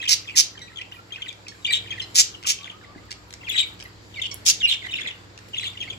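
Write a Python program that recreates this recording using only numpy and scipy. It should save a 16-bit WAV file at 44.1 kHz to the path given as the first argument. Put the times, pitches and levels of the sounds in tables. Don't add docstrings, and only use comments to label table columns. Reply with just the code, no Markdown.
import sys
import numpy as np
from scipy import signal
from scipy.fft import rfft, irfft
from scipy.io import wavfile
from scipy.ndimage import uniform_filter1d, map_coordinates

SR = 44100
rng = np.random.default_rng(int(sys.argv[2]) if len(sys.argv) > 2 else 0)


def store_pcm(level_fs):
    pcm = np.round(np.clip(level_fs, -1, 1) * 32767).astype(np.int16)
    wavfile.write(sys.argv[1], SR, np.atleast_2d(pcm).T)


def ratio_of_db(decibels):
    return 10 ** (np.asarray(decibels, float) / 20)


N = 263718


def evened(x):
    return x / np.sqrt(np.mean(x ** 2) + 1e-20)


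def read(points, hz):
    f, value = np.transpose(points)
    return np.interp(np.log(hz + 1), np.log(f + 1), value)


def colour(x, points):
    response = ratio_of_db(read(points, np.fft.rfftfreq(len(x), 1 / SR)))
    return irfft(rfft(x) * response, len(x))


def add(mix, s, sound):
    part = mix[max(round(s * SR), 0):][:len(sound)]
    part += sound[:len(part)]


def wobble(count, span):
    return evened(uniform_filter1d(uniform_filter1d(rng.standard_normal(count), span), span))


def unfold(rows, fade):
    s, *columns = np.transpose(rows)
    t = np.arange(s[0] - fade, s[-1] + fade, 1 / SR)
    edge = np.sin(np.pi / 2 * np.clip(np.minimum(t - t[0], t[-1] - t) / (2 * fade), 0, 1)) ** 2
    return t[0], edge, [np.interp(t, s, c) for c in columns]


def drift_db():
    # (time [s], level [dB])
    swell = [(0.0, -48.5), (1.03, -50), (1.45, -49), (2.0, -46.5), (2.23, -48.5), (3.36, -49.5),
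             (3.56, -48), (5.58, -48), (5.98, -47)]
    db = np.interp(np.arange(N) / SR, *np.transpose(swell))
    return db - db.mean()


def air(bird):
    # (frequency [Hz], relative density [dB per Hz])
    air_spectrum = [(12, -55), (60, -16), (105, -9.5), (183, -5), (489, -6), (595, -9.5), (1270, -10),
                    (1550, -11), (3390, -16.5), (4610, -14), (6110, -24.5), (7430, -20.5), (9040, -41.5),
                    (12300, -35.5), (16300, -51)]
    # (frequency [Hz], correlation [-1 to 1])
    likeness = [(60, 0.4), (180, 0.68), (550, 0.21), (1650, -0.33), (4970, 0.19), (15000, -0.15)]
    frames, hz = N // 256 + 5, np.fft.rfftfreq(1024, 1 / SR)
    a, b, c, d, patches = rng.standard_normal((frames, 513, 5)).T
    patches = evened(uniform_filter1d(uniform_filter1d(patches, 12, 0), 14, 1))
    same = np.clip(read(likeness, hz), -1, 1)[:, None]
    left = a + 1j * b
    right = same * left + np.sqrt(1 - same ** 2) * (c + 1j * d)

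    follow, follow_s, threshold_db = 0.25, 0.29, -57.5
    busy_db = 10 * np.log10(abs(uniform_filter1d(bird ** 2, round(follow_s * SR))) + 1e-12)
    busy_db = np.interp(np.arange(frames) * 256, np.arange(N), busy_db)
    follow_db = follow * np.maximum(busy_db - threshold_db, 0)
    treble = np.clip((hz - 5000) / 4000, 0, 1)[:, None]
    z = np.array([left, right]) * ratio_of_db(read(air_spectrum, hz)[:, None] + 1.7 * patches + treble * follow_db)
    hiss = signal.istft(z, nperseg=1024, noverlap=768)[1][:, :N]
    return ratio_of_db(-49 + drift_db()) * evened(hiss)


def hum():
    # (frequency [Hz], relative level [dB])
    hum_tones = [(59.6, -61.5), (100, -53.5), (119.2, -60.5), (178.8, -62), (298, -63.5), (339, -65.5),
                 (357.6, -72.5), (417.2, -70), (476.8, -67.5)]
    t = np.arange(N) / SR
    tones = 0
    for hz, db in hum_tones:
        level = ratio_of_db(db + 1.2 * wobble(N, 4000))
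        tones = tones + level * np.sin(2 * np.pi * hz * t + 0.4 * wobble(N, 4000))
    waver_db = 2.1 * drift_db() + 1.0 * wobble(N, 6000)
    return np.sqrt(2) * tones * ratio_of_db(waver_db) * ratio_of_db([[-0.8], [0.8]])


def rumble():
    # (time [s], relative level [dB])
    course = [(0.0, -63), (0.18, -74), (2.65, -67), (3.06, -60), (5.56, -67), (5.8, -71), (5.98, -77)]
    # (frequency [Hz], relative density [dB per Hz])
    hand = [(15, -20), (28, -8), (45, -8), (76, 6), (92, -18), (130, -63)]
    both, left = (evened(colour(z, hand)) for z in rng.standard_normal((2, N)))
    level = ratio_of_db(np.interp(np.arange(N) / SR, *np.transpose(course)))
    return level * np.array([both + 1.4 * left, 0.97 * both])


def note(rows, fade, waver, flutter, third_db):
    s, edge, (hz, db, *octave_db) = unfold(rows, fade)
    phase = 2 * np.pi * np.cumsum(hz * (1 + waver * wobble(len(hz), 60))) / SR
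    tone = np.sin(phase)
    level = np.sqrt(2) * edge * ratio_of_db(db) * (1 + flutter * wobble(len(hz), 26))
    if octave_db:
        tone = tone + ratio_of_db(octave_db[0]) * (np.sin(2 * phase) + ratio_of_db(third_db) * np.sin(3 * phase))
    return s, level * tone


def glide(s, ms, from_hz, to_hz, db):
    # (pitch [Hz], octave relative to the note [dB])
    octave = [(1400, -11.5), (1800, -19), (2200, -10.5), (2800, -30.5), (3300, -18.5), (4000, -11.5)]
    high_end_db, octave_per_db, usual_db = -10, 0.05, -38.5
    ends = [(s, from_hz, high_end_db * (from_hz > to_hz)),
            (s + ms / 1000, to_hz, high_end_db * (to_hz >= from_hz))]
    return [(at, hz, db + less_db, read(octave, hz) + octave_per_db * (db - usual_db))
            for at, hz, less_db in ends]


def faint_chirp(rows, below_db):
    delay, start, fall = rng.random(3)
    s, hz = rows[0][0] + 0.03 * delay, 2400 + 1600 * start
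    db, octave_db = max(row[2] for row in rows) + below_db, rows[0][3]
    return [(s, hz, db, octave_db), (s + 0.0082, hz * (0.627 + 0.287 * fall), db, octave_db)]


def warble(bird):
    # (start [s], length [ms], from [Hz], to [Hz], relative level [dB])
    glides = [ (0.0, 9.9, 2540, 2620, -27.5), (0.013, 7.9, 3310, 3300, -26), (0.017, 8.1, 2690, 2660, -30),
              (.024, 9.5, 2286, 1800, -29.5), (.026, 4, 4000, 3820, -28), (0.037, 9, 3950, 2980, -26),
              (0.039, 5.5, 1860, 1920, -34), (.052, 6, 2880, 2270, -28.5), (0.058, 7.8, 3010, 2430, -24),
              (.076, 8, 3325, 2810, -16), (.246, 4.5, 2500, 2580, -41), (.251, 8, 2340, 1790, -42),
              (0.273, 11, 3560, 3100, -32.5), (.285, 5.1, 2795, 2510, -26.5), (.29, 11, 3460, 3280, -41),
              (0.293, 5.7, 3020, 2480, -26.5), (0.302, 15.5, 2240, 2710, -34), (.34, 17, 2240, 1840, -36.5),
              (.549, 10, 2030, 1700, -42.5), (0.569, 13, 1900, 1550, -48), (0.574, 7, 3400, 2930, -34.5),
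              (.601, 13.4, 2260, 2090, -44.5), (0.676, 9.6, 2740, 2300, -40.5),
              (0.694, 15, 1970, 1830, -44.5), (.717, 4, 1510, 1940, -45), (.727, 8, 2120, 1980, -47),
              (.76, 6.2, 3360, 3360, -32), (0.771, 4, 3390, 3220, -24), (.778, 11, 3200, 3030, -31),
              (0.788, 5.8, 2450, 1950, -43), (0.795, 17, 1910, 2080, -39), (.81, 6.2, 2690, 2150, -31.5),
              (0.812, 8.5, 3300, 2540, -27), (.91, 13, 2480, 1440, -46.5), (0.922, 7, 2820, 3150, -31),
              (.94, 10.4, 1970, 1880, -43.5), (.957, 14.6, 2500, 2400, -43),
              (0.977, 22.5, 1387, 1367, -43.5), (1.106, 3, 2780, 2730, -36), (1.109, 10.5, 2650, 1670, -44),
              (1.122, 16, 3174, 3380, -29), (1.135, 16, 2444, 2457, -37), (1.149, 5.2, 2670, 2200, -39),
              (1.159, 9.1, 2460, 3100, -29), (1.178, 7.7, 1790, 1900, -41), (1.184, 5.1, 1550, 1530, -42),
              (1.193, 23, 2200, 2070, -45.5), (1.219, 10, 3500, 2980, -24), (1.244, 9, 1630, 1440, -47),
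              (1.259, 3.8, 2910, 2380, -31), (1.263, 11, 2290, 1830, -36.5),
              (1.28, 15.4, 3940, 3280, -28.5), (1.302, 14, 2410, 2360, -38.5),
              (1.466, 4.4, 2680, 2400, -31.5), (1.519, 6, 1830, 1770, -40), (1.546, 6.5, 1840, 1510, -46),
              (1.618, 19, 3870, 3740, -51), (1.647, 9.7, 3490, 2820, -15), (1.664, 6.3, 3470, 3870, -19.5),
              (1.672, 12, 2360, 2280, -25), (1.68, 30, 2393, 2320, -20), (1.706, 12, 1940, 1890, -23.5),
              (1.707, 12, 3840, 3950, -25), (1.745, 35, 3756, 3850, -23.5), (1.722, 18, 4120, 3650, -16),
              (1.84, 12, 2330, 2330, -41), (1.853, 12, 2340, 1730, -41), (1.87, 10, 3420, 2800, -35),
              (1.882, 4, 2570, 2330, -33), (1.891, 11, 2670, 1990, -41), (1.905, 12, 3290, 3190, -22.5),
              (1.919, 9.5, 2630, 2350, -27), (1.929, 5, 2800, 2500, -26.5), (1.936, 8.2, 1850, 1820, -32),
              (1.953, 7.1, 1770, 1640, -43), (1.974, 15.6, 2180, 1830, -33), (1.997, 10.3, 3600, 2910, -22),
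              (2.34, 13.6, 3340, 2830, -34), (2.444, 13.4, 1567, 1140, -36.5),
              (2.444, 15, 3350, 2500, -30.5), (2.587, 4.4, 2600, 2740, -35), (2.587, 8, 3170, 3200, -36),
              (2.607, 4.8, 3160, 2350, -34.5), (2.631, 6.3, 4100, 3420, -36.5),
              (2.641, 5.6, 3510, 3020, -34), (2.645, 2, 3300, 3400, -26.5), (2.65, 12, 3590, 3400, -38),
              (2.652, 11, 1960, 1360, -42.5), (2.668, 13, 3270, 1840, -34.5),
              (2.697, 7.8, 3540, 2830, -29.5), (2.811, 5.4, 1920, 1600, -42.5), (2.82, 20, 1544, 1370, -49),
              (2.837, 13, 2360, 1900, -42.5), (2.949, 6.9, 1870, 1580, -45), (2.979, 16, 2045, 2050, -46),
              (3.087, 13.5, 2020, 1630, -46), (3.407, 13, 2710, 2700, -41), (3.426, 13, 2620, 1970, -40),
              (3.441, 16, 3410, 3150, -38), (3.467, 23, 2853, 1970, -27.5), (3.492, 12, 3600, 3370, -21),
              (3.507, 8.3, 3090, 2600, -21.5), (3.519, 4, 3360, 3450, -22), (3.525, 16, 3760, 3910, -29.5),
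              (3.543, 28, 3930, 3760, -27.5), (3.538, 8.1, 3430, 2080, -26), (3.546, 14, 2010, 1950, -21.5),
              (3.484, 6.7, 2100, 3600, -29), (3.562, 3.5, 2820, 3570, -18.5), (3.566, 13, 3350, 3640, -24),
              (3.592, 10, 3674, 3980, -17.5), (3.606, 13, 3700, 3810, -15), (3.615, 32, 3820, 3830, -31),
              (3.85, 11.3, 2106, 1930, -36.5), (4.139, 10.5, 3640, 2620, -37), (4.149, 15, 3820, 3560, -40),
              (4.16, 36, 2420, 2020, -29.5), (4.196, 7.4, 2510, 3160, -28.5),
              (4.216, 10.2, 3670, 3230, -20), (4.602, 20.5, 3760, 3060, -24), (4.616, 5.5, 2580, 1950, -34),
              (4.628, 29.3, 2821, 2818, -12), (4.66, 5.8, 2890, 2400, -20), (4.669, 5.8, 2490, 2460, -21),
              (4.675, 23.6, 4090, 4036, -21.5), (4.689, 4.9, 4110, 3250, -21.5),
              (4.697, 6.6, 3450, 3560, -18), (4.703, 3.1, 3420, 2970, -33), (4.712, 8, 3546, 3700, -16.5),
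              (4.72, 8.5, 3080, 2720, -18), (4.737, 8.6, 3040, 2370, -27), (4.818, 10.9, 2300, 2000, -33),
              (4.834, 30, 3500, 3600, -39.5), (4.841, 12, 2025, 1954, -28.5),
              (4.862, 8.6, 2250, 1940, -27.5), (4.885, 15.4, 3070, 2900, -29.5),
              (4.897, 4, 2780, 2780, -45), (4.909, 17, 3680, 3600, -29), (4.928, 3.7, 2620, 2580, -22.5),
              (4.937, 5.8, 3090, 2660, -17), (4.951, 9.6, 2760, 2640, -22), (4.955, 13, 3540, 3540, -31),
              (4.975, 15, 3520, 3450, -35), (4.961, 7, 3320, 3380, -46), (4.975, 5, 1700, 1700, -47),
              (4.979, 10.4, 3020, 2040, -28.5), (4.987, 11.4, 2040, 2810, -27),
              (4.994, 6.7, 2230, 1930, -25), (5.008, 12, 3640, 3400, -26), (5.012, 5, 1980, 1740, -32.5),
              (5.034, 3.6, 3520, 3530, -27.5), (5.048, 5, 2950, 2600, -23.5),
              (5.053, 9.66, 2503, 1850, -29), (5.078, 10, 2100, 1940, -32), (5.062, 3.8, 1954, 2130, -22.5),
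              (5.072, 9.1, 3778, 3260, -22), (5.084, 7, 3280, 3220, -34.5), (5.099, 15, 3250, 2736, -31),
              (5.533, 14, 3100, 2790, -26.5), (5.545, 5.5, 2900, 3330, -24.5),
              (5.551, 4.5, 3180, 2670, -32), (5.557, 9.6, 2350, 2040, -35), (5.567, 5.2, 2660, 2740, -27.5),
              (5.568, 10, 4050, 3520, -32), (5.578, 12, 3440, 3360, -20.5), (5.594, 4.5, 3240, 2450, -23),
              (5.602, 15.5, 4020, 3960, -31.5), (5.624, 14.6, 2583, 1826, -31.5),
              (5.627, 8.9, 3790, 3760, -32), (5.64, 5.4, 4480, 4000, -28), (5.652, 4.8, 2820, 2660, -27),
              (5.659, 15, 4075, 3170, -24.5), (5.662, 8.3, 2330, 2260, -35), (5.673, 14, 3320, 3800, -26.5),
              (5.701, 6.3, 3650, 3650, -31), (5.738, 24, 2390, 1920, -46.5), (5.772, 5.8, 3140, 2840, -28),
              (5.78, 5.4, 2400, 2670, -46), (5.789, 5.6, 2400, 2170, -41), (5.803, 14.5, 3310, 3165, -24),
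              (5.819, 5.4, 3110, 2540, -29), (5.826, 4.5, 2460, 2950, -26.5), (5.827, 5, 3270, 2370, -29),
              (5.837, 7.7, 2000, 1930, -36.5), (5.858, 5, 1850, 1960, -46), (5.874, 7.6, 2355, 2060, -33),
              (5.885, 7.6, 2160, 2320, -33.5), (5.9, 9, 3600, 3130, -23.5), (5.911, 8.6, 2990, 3400, -34), ]
    for row in glides:
        unsteady = 1 / (1 + (row[1] / 20) ** 2)
        rows = glide(*row)
        fill = faint_chirp(rows, below_db=-14.5)
        add(bird, *note(rows, 0.002, waver=0.01 * unsteady, flutter=0.25 * unsteady, third_db=-17))
        add(bird, *note(fill, 0.001529, waver=0.053, flutter=0.035, third_db=-4))


def tick(s, db, hz, crack_s, ring_s, ring, low_hz, high_hz):
    t = np.arange(2500) / SR
    band = signal.butter(3, [low_hz, high_hz], "band", fs=SR, output="sos")
    crack = signal.sosfilt(band, rng.standard_normal(len(t))) * np.exp(-t / crack_s)
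    return s, ratio_of_db(db) * (crack + ring * np.sin(2 * np.pi * hz * t) * np.exp(-t / ring_s))


def far_ticks(bird):
    # (time [s], relative level [dB], ring [Hz])
    ticks = [(0.0543, -25.5, 2620), (0.5927, -34, 3770), (0.9164, -41, 3010), (1.3273, -30.5, 2400),
             (1.45, -44, 2420), (1.483, -24.5, 5400), (2.4277, -29.5, 2120), (2.4362, -27, 2580),
             (3.1071, -26, 4300), (3.11, -24.5, 3870), (3.1156, -18.5, 4360), (3.1263, -24.5, 2280),
             (3.3065, -29, 2400), (3.3269, -29, 4000), (3.338, -21.5, 3970), (3.792, -35, 2030),
             (3.8006, -28, 3030), (3.8068, -27, 2200), (3.8137, -28.5, 2540), (3.825, -25, 2560),
             (5.377, -30, 2600), (5.3884, -29.5, 1880), (5.486, -39, 3040)]
    for row in ticks:
        add(bird, *tick(*row, crack_s=0.002, ring_s=0.0015, ring=0.5, low_hz=1600, high_hz=6500))


def effort(start, loudest, end, db, hz, throb_hz, end_db, octave_db, brighten_db, rough, clear):
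    s = np.array([start, min(start + 0.012, loudest - 0.001), loudest, end])
    share = (s - start) / (end - start)
    level_db = db + np.array([-23, -4, 0, end_db])
    rate = throb_hz * (1 - 0.082 * (share - 0.5))
    roughness = [rough, clear, clear, rough]
    return np.transpose([s, level_db, rate, hz + 0 * s, octave_db + brighten_db * share, roughness])


def squawk(rows, rasp, swing, jitter, gap_db, top_db):
    s, edge, (db, rate, hz, octave_db, rough) = unfold(rows, 0.0022)
    count = len(hz)
    throb = np.cos(2 * np.pi * np.cumsum(rate * (1 + 0.0966 * wobble(count, 200))) / SR)
    arch = 0.2 + 2 * np.arcsin(throb) / np.pi
    phase = 2 * np.pi * np.cumsum(hz * (1 - swing * arch + jitter * wobble(count, 30))) / SR
    tone = np.sin(phase) + ratio_of_db(octave_db) * (np.sin(2 * phase) + ratio_of_db(top_db) * np.sin(3 * phase))
    breath = evened(colour(rng.standard_normal(count), rasp))
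    rough = np.clip(rough, 0, 1)
    shut = ((1 + throb) / 2) ** 3.5
    gate = ratio_of_db(gap_db * shut * np.linspace(1, 0.25, count) + 1.8 * wobble(count, 90))
    voice = gate * (np.sqrt(1 - rough) * evened(tone) + np.sqrt(rough) * breath)
    return s, edge * ratio_of_db(db) * evened(voice)


def squawks(bird):
    # (start [s], loudest [s], end [s], relative level [dB], pitch [Hz])
    calls = [(.078, 0.125, .145, -14.5, 2646), (.355, 0.381, .415, -10.5, 2810),
             (2.145, 2.199, 2.219, -12, 3053), (2.458, 2.505, 2.524, -18.5, 2972),
             (4.452, 4.487, 4.515, -12, 2822)]
    # (frequency [Hz], relative density [dB per Hz])
    rasp = [(900, -28), (1500, -12), (2200, -2), (3500, 5.5), (5200, 5.5), (6800, 5), (8500, -2),
            (12000, -6), (16000, -19)]
    for row in calls:
        over_db = row[3] + 12.5
        rows = effort(*row, throb_hz=174.2 - 6 * over_db, end_db=-9, octave_db=6.5 + 1.24 * over_db,
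                      brighten_db=10, rough=0.5, clear=0.27)
        add(bird, *squawk(rows, rasp, swing=0.27, jitter=0.06, gap_db=-21, top_db=-18))


def rustles(near):
    # (start [s], length [s], relative level [dB])
    puffs = [(0.197, .03, -66), (0.906, 0.11, -65.5), (1.22, .1, -73), (3.26, 0.1, -69), (3.49, 0.053, -55),
             (3.655, .055, -61), (3.84, .07, -71), (4.657, 0.1, -58), (5.478, 0.027, -62),
             (5.63, 0.11, -68)]
    # (frequency [Hz], relative density [dB per Hz])
    feather = [(5000, -40), (8500, -8), (11500, 1), (14500, -4), (17000, -20)]
    for s, length, db in puffs:
        u = np.arange(0, 1, 1 / (length * SR))
        grain = ratio_of_db(3.0 * wobble(len(u), 60)) * colour(rng.standard_normal(len(u)), feather)
        add(near, s, ratio_of_db(db) * np.sin(np.pi * u ** 0.85) * evened(grain))


def whistles(far):
    # (start [s], length [s], from [Hz], to [Hz], relative level [dB])
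    slides = [(0.455, 0.11, 1250, 1355, -61), (0.671, 0.16, 1300, 1375, -59),
              (1.106, 0.117, 1250, 1346, -63), (1.57, 0.047, 1150, 1200, -59),
              (2.59, 0.077, 1104, 1183, -51), (2.705, 0.076, 1170, 1296, -53.5),
              (2.86, 0.077, 1143, 1183, -51.5), (3.0, .07, 1168, 1294, -60), (3.13, 0.1, 1290, 1204, -62)]
    ends_db = -10.5
    for s, length, from_hz, to_hz, db in slides:
        rows = [(s, from_hz, db + ends_db), (s + length / 2, (from_hz + to_hz) / 2, db),
                (s + length, to_hz, db + ends_db)]
        add(far, *note(rows, 0.01, waver=0.02, flutter=0.3, third_db=0))


def buzz(rows):
    s, edge, (db, hz, beak_hz, odd_db) = unfold(rows, 0.003)
    phase = 2 * np.pi * np.cumsum(hz * (1 + 0.006 * wobble(len(hz), 40))) / SR
    pulses = 0
    for k in range(1, 10):
        f = k * hz
        beak = 1 / (1 + ((f - beak_hz) / 1600) ** 2) ** 2
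        lift = (f < SR / 2) * ratio_of_db(odd_db * (k % 2)) * (1.7 / k ** 0.93 + beak)
        lift = lift / (1 + (f / 8000) ** 6) / (1 + (1700 / f) ** 4)
        flutter = 1 + 0.35 * wobble(len(hz), 40)
        pulses = pulses + lift * flutter * np.cos(k * phase + rng.uniform(0, 1))
    return s, edge * ratio_of_db(db) * evened(pulses)


def buzzes(bird):
    # (start [s], length [s], relative level [dB], pitch [Hz], beak resonance [Hz])
    calls = [(0.615, 0.064, -38, 1944, 3600), (1.48, 0.039, -38, 1097, 5040),
             (2.016, 0.033, -30.5, 1027, 4400), (4.311, .033, -31, 1107, 5540),
             (5.628, 0.015, -38, 987, 1000)]
    for s, length, db, hz, beak_hz in calls:
        shape = [(s, -19), (s + 0.002, 0), (s + length, -16)]
        add(bird, *buzz([(at, db + less_db, hz, beak_hz, -1.5) for at, less_db in shape]))


def churrs(bird):
    # (start [s], loudest [s], end [s], relative level [dB], pitch [Hz])
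    calls = [(1.723, 1.73, 1.78, -19, 3324), (3.568, 3.585, 3.606, -13.5, 3494),
             (4.222, 4.258, 4.272, -26, 3080), (4.685, 4.72, 4.75, -20, 3340),
             (5.623, 5.662, 5.662, -28.5, 3300)]
    # (frequency [Hz], relative density [dB per Hz])
    churr_rasp = [(710, -69), (1200, -32), (3150, 4), (3910, -9), (4860, -16.5), (7490, -15), (9110, -33.5),
                  (12200, -42), (16000, -48)]
    for row in calls:
        rows = effort(*row, throb_hz=223.4, end_db=-11, octave_db=-42, brighten_db=-4, rough=0.9, clear=0.12)
        add(bird, *squawk(rows, churr_rasp, swing=0.08, jitter=0.05, gap_db=-20, top_db=-12))


def thud(far):
    # (time [s], relative level [dB], ring [Hz])
    knocks = [(2.96, -34, 280)]
    for row in knocks:
        add(far, *tick(*row, crack_s=0.0022, ring_s=0.003, ring=1.6, low_hz=150.4, high_hz=700))


def near_ticks(near):
    # (time [s], relative level [dB], ring [Hz])
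    ticks = [(3.0535, -50, 12000), (3.4972, -16.5, 11940), (3.7389, -41, 11600), (3.8392, -31, 11400),
             (3.8816, -42, 11050), (4.3432, -12.5, 11100)]
    for row in ticks:
        add(near, *tick(*row, crack_s=0.00025, ring_s=0.0011, ring=0.35, low_hz=6800, high_hz=16300))


def from_the_side(x):
    # (time [s], lead [ms])
    lead = [(0, 0.49), (3.3, 0.47), (3.5, 1.25), (4.3, 1.37), (4.44, 0.94), (4.55, 0.54), (4.6, 1.334),
            (5.2, 1.24), (5.5, 0.46)]
    # (frequency [Hz], left minus right [dB])
    shade = [(500, -16), (1300, -3), (2200, -1.5), (3500, 6.5), (5500, -12.5), (7000, 12.5), (9000, 5.5),
             (13000, 12), (16000, 12)]
    # (time [s], left minus right [dB])
    turning = [(0, -4), (1, -1), (2, -1), (2.5, -1.5), (3.1, 1), (3.6, 1), (4.2, -3), (4.5, -0.5),
               (4.65, -6.5), (5, -2.5), (5.98, -2)]
    n = np.arange(N)
    late = map_coordinates(x, [n - np.interp(n / SR, *np.transpose(lead)) * SR / 1000], order=3)
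    turn = ratio_of_db(np.interp(n / SR, *np.transpose(turning)) / 2)
    left = turn * colour(x, np.multiply(shade, [1, 0.5]))
    right = colour(late, np.multiply(shade, [1, -0.5])) / turn
    return np.array([left, right])


def echoes(x):
    taps = np.zeros((2, 1600))
    at = 90 + 120 * np.arange(12) + rng.integers(0, 120, (2, 12))
    decay = ratio_of_db(-60 * at / SR / 0.08)
    np.put_along_axis(taps, at, rng.choice([-1., 1.], at.shape) * decay, 1)
    return ratio_of_db(-11) * signal.oaconvolve(x[None], taps / np.linalg.norm(taps[0]), axes=1)[:, :N]


def room(x):
    # (frequency [Hz], time to fall 60 dB [s])
    t60 = [(1500, 0.31), (3960, 0.31), (10400, 0.17)]
    taps = np.zeros((2, SR // 2))
    slots = np.arange(160, SR // 2 - 20, 16)
    at = slots + rng.integers(0, 16, (2, len(slots)))
    np.put_along_axis(taps, at, rng.choice([-1., 1.], at.shape), 1)
    hz, t, z = signal.stft(taps, SR, nperseg=256)
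    tail = signal.istft(z * ratio_of_db(-60 * t / read(t60, hz)[:, None]), SR, nperseg=256)[1]
    return signal.fftconvolve(x[None], tail / np.linalg.norm(tail[0]), axes=1)[:, :N]


def scene():
    bird, far, near = np.zeros((3, N))
    for source in (warble, far_ticks, squawks, buzzes, churrs):
        source(bird)
    for source in (whistles, thud):
        source(far)
    for source in (rustles, near_ticks):
        source(near)
    wet = room(ratio_of_db(-9) * bird + ratio_of_db(-3) * far + ratio_of_db(-8) * near)
    direct = from_the_side(bird) + ratio_of_db(1) * far + near * ratio_of_db([[-5], [4]])
    return direct + echoes(bird) + wet + air(bird) + hum() + rumble()


def band_limit(x):
    return signal.sosfilt(signal.butter(12, 16670, fs=SR, output="sos"), x)


def record(dry):
    clipped = np.clip(dry, -0.85, 0.85)
    low_pass = signal.firwin(255, 16300, window=("kaiser", 9), fs=SR)
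    finished = signal.oaconvolve(clipped, low_pass[None], "same")
    return band_limit(finished)


dry = scene()
out = record(dry)
store_pcm(out)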